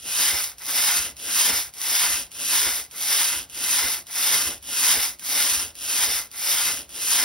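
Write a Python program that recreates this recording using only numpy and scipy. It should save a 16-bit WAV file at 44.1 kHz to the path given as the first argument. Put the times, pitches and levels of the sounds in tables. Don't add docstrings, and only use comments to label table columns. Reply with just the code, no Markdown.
import sys
import numpy as np
from scipy import signal
from scipy.fft import rfft, irfft, next_fast_len
from scipy.io import wavfile
from scipy.ndimage import uniform_filter1d

SR = 44100
rng = np.random.default_rng(int(sys.argv[2]) if len(sys.argv) > 2 else 0)


def write(x):
    x = np.atleast_2d(x).T
    wavfile.write(sys.argv[1], SR, np.round(np.clip(x, -1, 1) * 32767).astype(np.int16))


N = 319284
T = np.arange(N) / SR
FFT_SIZE = next_fast_len(N + 8192, True)
HZ = np.fft.rfftfreq(FFT_SIZE, 1 / SR)

# start in seconds, push in dB,
# hurry as the share of the stroke gained by its middle, relative level of the cam tick in dB.
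STROKE_ROWS = [(-.005, -0.5, 0.017, -37), (0.5819, 0, -0.023, -32), (1.1664, 0, -.009, -31),
               (1.7367, -0.4, 0.011, -30), (2.3159, -0.16, 0.0026, -29.5), (2.9105, 0.4, -0.012, -31),
               (3.497, 0, -0.0075, -32), (4.0675, -0.1, 0.017, -30.5), (4.6254, 0.56, .002, -31),
               (5.194, .3, 0.02, -27.5), (5.7525, -0.57, 0.0028, -30), (6.3138, -0.3, 0.017, -30.5),
               (6.8915, -0.5, -0.021, -33)]
# frequency in Hz, level in dB.
STEEL_COLOUR = [(200, -45), (500, -29.5), (900, -11), (1500, -10), (2300, -7), (2750, -2), (3750, -2.5),
                (4250, -5.5), (4600, -3), (5000, -2), (6300, 1), (7400, -2.4), (10300, 1.5), (13000, -2),
                (15300, -6)]
# frequency in Hz, level in dB.
TABLE_COLOUR = [(20, -40), (35, -36), (50, 1.5), (68, 1), (85, -2), (125, -14), (200, -18), (500, -59)]


def motion(needles_per_stroke=115, last_stop_s=7.46, rest_s=.012, jerk=0.2):
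    start, _, hurry, _ = np.transpose(STROKE_ROWS)
    stroke = np.maximum(np.searchsorted(start, T) - 1, 0)
    length = np.diff(np.append(start, last_stop_s)) - rest_s
    done = np.clip((T - start[stroke]) / length[stroke], 0, 1)
    done = np.clip(done + hurry[stroke] * np.sin(np.pi * done), 0, 1)
    travel = (1 - np.cos(np.pi * done)) / 2
    place = np.where(stroke % 2, 1 - travel, travel)
    speed = (np.sin(np.pi * done) + jerk * (1 - done)) / (1 + jerk / 2)
    speed = np.abs(uniform_filter1d(speed, size=96))
    passed = needles_per_stroke * (stroke + travel)
    return stroke, done, place, speed, passed


def needle_rattle(speed, passed, size=1600):
    # place along the carriage in needle spacings, level in dB.
    cam_rows = [(0, 0), (.2, -6), (.5, -8)]
    play, scatter_db = .08, 2.6
    times, sizes = [], []
    for offset, db in cam_rows:
        chance = rng.standard_normal((size, 2))
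        where = np.arange(size) + offset + play * chance[:, 0]
        met = where < passed[-1]
        times.append(np.interp(where, passed, T)[met])
        sizes.append(undb(db + scatter_db * np.tanh(chance[:, 1]))[met])
    blows = ticks(np.concatenate(times), np.concatenate(sizes), crack_s=.0012, ring_s=.006, ring_db=-5)
    return unit(blows / np.sqrt(speed + .5))


def contact(speed, passed, rub_db=0.5, grit_db=-0.74, judder_db=0.71, grip_db=0.62):
    rails = undb(rub_db + grit_db * walk(400)) * noise()
    judder = undb(judder_db * walk(70) + grip_db * walk(25))
    return unit((needle_rattle(speed, passed) + rails) * judder)


def needle_ring(drive, place, count=5):
    # frequency in Hz, width in Hz, dB relative to their colour.
    needle_peaks = [(1940, 28, -10), (3700, 340, -21), (4910, 63, 1.5), (5370, 180, -7.5)]
    # frequency in Hz, change in dB.
    far_change = [(500, 22.5), (1000, 2), (1500, -2), (2100, 9), (3000, -10.5), (4000, -1), (5500, 2.5),
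                  (8000, -2), (14000, 3.5)]
    ring = rfft(drive, FFT_SIZE) * colour(STEEL_COLOUR) * (1 + modes(needle_peaks))
    far, out = colour(far_change), 0
    for spot in np.linspace(0, 1, count):
        nearness = np.maximum(1 - np.abs(place - spot) * (count - 1), 0)
        out = out + nearness * irfft(ring * far ** (spot - .5) * bounces(), FFT_SIZE)[:, :N]
    return unit(out)


def needles(drive, done, place, speed):
    # level in dB, power of speed, dB gained over a stroke, dB gained at the far end.
    needle_law = (-20.5, 1.8, 1, .3)
    return needle_ring(drive, place) * effort(needle_law, done, place, speed)


def snaps(snap_db=-2, flip_db=-3, slide_db=-18, slide_s=0.0072):
    # time in seconds, relative level in dB.
    snap_rows = [(0.6499, -25), (0.6838, -24), (0.6933, -20), (0.701, -18), (0.7064, -23), (1.413, -7),
                 (1.816, -12), (2.9911, -33), (3.589, -27), (3.6034, -27), (4.1275, -27), (4.85, -13),
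                 (5.2639, -25), (6.4083, -27)]
    start, _, _, tick_db = np.transpose(STROKE_ROWS)
    times, db = np.transpose(snap_rows)
    slide_sizes = undb(tick_db + flip_db + slide_db)
    slides = ticks(start - slide_s, slide_sizes, crack_s=0.0073, ring_s=.02, ring_db=-2)
    flip_sizes = undb(tick_db + flip_db)
    flips = ticks(start + 0.00092, flip_sizes, crack_s=0.0016, ring_s=0.037, ring_db=-8.5, size=4096)
    snapped = ticks(times, undb(db + snap_db), crack_s=0.0011, ring_s=0.024, ring_db=-16.0)
    return filtered(slides + flips + snapped, colour(STEEL_COLOUR))


def carriage_plate(drive, done, place, speed):
    # frequency in Hz, width in Hz, level in dB.
    plate_modes = [(716, 8.1, -5), (850, 21, 0), (992, 88, -1.5), (1335, 54, -9), (1443, 60, 2.5),
                   (1630, 700, -1.5), (2047, 53, 8)]
    # level in dB, power of speed, dB gained over a stroke, dB gained at the far end.
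    plate_law = (-36.5, 2.03, 12.5, 4)
    ring = unit(filtered(drive + 1.06 * noise(), modes(plate_modes)))
    return ring * effort(plate_law, done, place, speed) * undb(2.4 * walk(30))


def needle_bed(drive, done, place, speed):
    # frequency in Hz, width in Hz, level in dB.
    bed_modes = [(174.5, 14, -2), (271.4, 25, 4.5), (338.7, 44, 2), (452, 34, 1), (548, 60, -3.5),
                 (650, 190, -7)]
    # level in dB, power of speed, dB gained over a stroke, dB gained at the far end.
    bed_law = (-49.5, 0.85, 4.5, -1.5)
    ring = unit(filtered(drive + noise(), modes(bed_modes)))
    return ring * effort(bed_law, done, place, speed) * undb(2.1 * walk(20))


def bites(stroke, done):
    # place as a share of the stroke, length as a share,
    # then dB added to needles, plate and bed.
    away_rows = [(.16, 0.077, -0.1, 0, 6), (.4, 0.057, 2, 2, 4), (.52, 0.015, 1.6, 5, 2),
                 (.62, 0.053, -1.4, 1.5, 9.5), (.78, 0.083, 2, -4, -3.5)]
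    # place and length as shares of the stroke, then dB as above.
    back_rows = [(.06, .03, -2, 13, 4), (.19, .06, 1, 1.5, .5), (.38, .07, 1.2, -0.4, 1.5),
                 (.52, 0.034, .5, 5, 0.45), (.66, 0.025, 0.9, 4, 2.5), (.82, 0.11, 2, -.5, 5)]

    def extra_db(rows):
        return sum(np.outer(db, np.exp(-((done - at) / length) ** 2)) for at, length, *db in rows)

    return undb(np.where(stroke % 2, extra_db(back_rows), extra_db(away_rows)))


def table_rumble(done, place, speed):
    # level in dB, power of speed, dB gained over a stroke, dB gained at the far end.
    table_law = (-60, 0.17, 7.5, -4)
    return unit(filtered(noise(), colour(TABLE_COLOUR))) * effort(table_law, done, place, speed)


def thuds(thud_db=-1, build_s=.01):
    # time in seconds, relative level in dB.
    thud_rows = [(0.282, -47), (0.351, -37), (1.008, -40), (1.074, -45), (1.54, -39), (2.151, -40),
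                 (2.613, -48), (2.676, -40), (2.739, -46), (3.375, -48), (3.855, -40), (4.481, -39),
                 (4.989, -40), (5.529, -47), (5.586, -40), (5.655, -47), (6.034, -46), (6.099, -43),
                 (6.159, -48), (6.735, -47), (6.811, -47)]
    # frequency in Hz, width in Hz, level in dB.
    sway_modes = [(50, 12, -1), (67.6, 14, 0), (82, 22, -6)]
    times, db = np.transpose(thud_rows)
    shoves = np.bincount(((times - build_s) * SR).astype(int), undb(db + thud_db), N)
    response = colour(TABLE_COLOUR) * modes(sway_modes)
    return filtered(shoves, response) / np.abs(irfft(response)).max()


def quiet_room():
    # frequency in Hz, level in dB.
    air_colour = [(20, -20), (55, -10), (120, 0), (300, -8.5), (1000, -12), (5000, -10), (16000, -14)]
    return unit(filtered(noise(), colour(air_colour))) * undb(-54.5)


def wall_tail(x, wet_db=-13, t60_s=0.32, size=8192):
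    age = np.arange(size) / SR
    tail = rng.standard_normal((2, size)) * undb(-60 * age / t60_s) * (age > .005)
    tail /= np.sqrt(np.sum(tail ** 2, axis=1, keepdims=True))
    dullness = colour([(100, -42), (600, 10), (5000, -25.5), (15000, -59.0)])
    return undb(wet_db) * filtered(x, rfft(tail, FFT_SIZE) * dullness)


def ports(x):
    # frequency in Hz, lead of the left in radians.
    port_phase = [(0, 0), (860, .15), (1300, -.1), (2100, 0), (2700, .45), (4300, .55), (5100, .1),
                  (5700, .9), (6400, 2.5), (7000, 3.1), (8100, 3.3), (9700, 6), (11300, 6.6), (12500, 9),
                  (14300, 9.6), (15400, 12)]
    # frequency in Hz, level in dB.
    port_spread = [(60, -40), (200, -21), (400, -15), (700, -8), (1000, -15), (1800, -20), (2800, -12),
                   (4300, -10), (5100, -15), (6200, -12), (7400, -19), (9000, -10), (13500, -15),
                   (15000, -10)]
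    mid, side = x[0], filtered(x[1], colour(port_spread))
    lead = np.exp(.5j * np.interp(HZ, *np.transpose(port_phase)))
    return filtered(np.array([mid + side, mid - side]), np.array([lead, 1 / lead]))


def effort(law, done, place, speed, creep=0.026):
    full_db, power, late_db, far_db = law
    return (speed + creep) ** power * undb(full_db + late_db * (done - .5) + far_db * (place - .5))


def ticks(times, sizes, crack_s, ring_s, ring_db, size=640):
    age = np.arange(size) / SR
    shape = np.exp(-age / crack_s) + undb(ring_db) * np.exp(-age / ring_s)
    blows = np.bincount(np.clip(times * SR, 0, N).astype(int), sizes ** 2, N)
    power = np.abs(signal.oaconvolve(blows, shape ** 2)[:N])
    return np.sqrt(power) * noise()


def bounces(size=768, echo_db=-8, echo_s=.004):
    echoes = rng.standard_normal(size) * np.exp(-np.arange(size) / SR / echo_s)
    return 1 + undb(echo_db) * rfft(echoes / np.linalg.norm(echoes), FFT_SIZE)


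def noise():
    return rng.standard_normal((2, N))


def walk(rate):
    knots = rng.standard_normal(4096)
    return 1.2 * np.interp(T * rate, np.arange(len(knots)), knots)


def undb(db):
    return 10 ** (np.asarray(db) / 20)


def unit(x):
    return x / np.sqrt(np.mean(x ** 2))


def colour(points):
    hz, db = np.transpose(points)
    return undb(np.interp(np.log(HZ + 1), np.log(hz), db))


def modes(rows):
    return sum(undb(db) * 1j * HZ * width / (hz ** 2 - HZ ** 2 + 1j * HZ * width)
               for hz, width, db in rows)


def filtered(x, response):
    return irfft(rfft(x, FFT_SIZE) * response, FFT_SIZE)[..., :N]


def scene():
    stroke, done, place, speed, passed = motion()
    push = undb(np.array(STROKE_ROWS)[stroke, 1])
    on_needles, on_plate, on_bed = push * bites(stroke, done)
    drive = contact(speed, passed)
    machine = needles(drive, done, place, speed) * on_needles + snaps()
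    machine = machine + carriage_plate(drive, done, place, speed) * on_plate
    machine = machine + needle_bed(drive, done, place, speed) * on_bed
    direct = ports(machine + table_rumble(done, place, speed) + quiet_room())
    return direct + thuds() + wall_tail(machine[0])


def record(dry, top_hz=15700):
    return signal.sosfilt(signal.ellip(10, .2, 80, top_hz, fs=SR, output="sos"), dry)


dry = scene()
out = record(dry)
write(out)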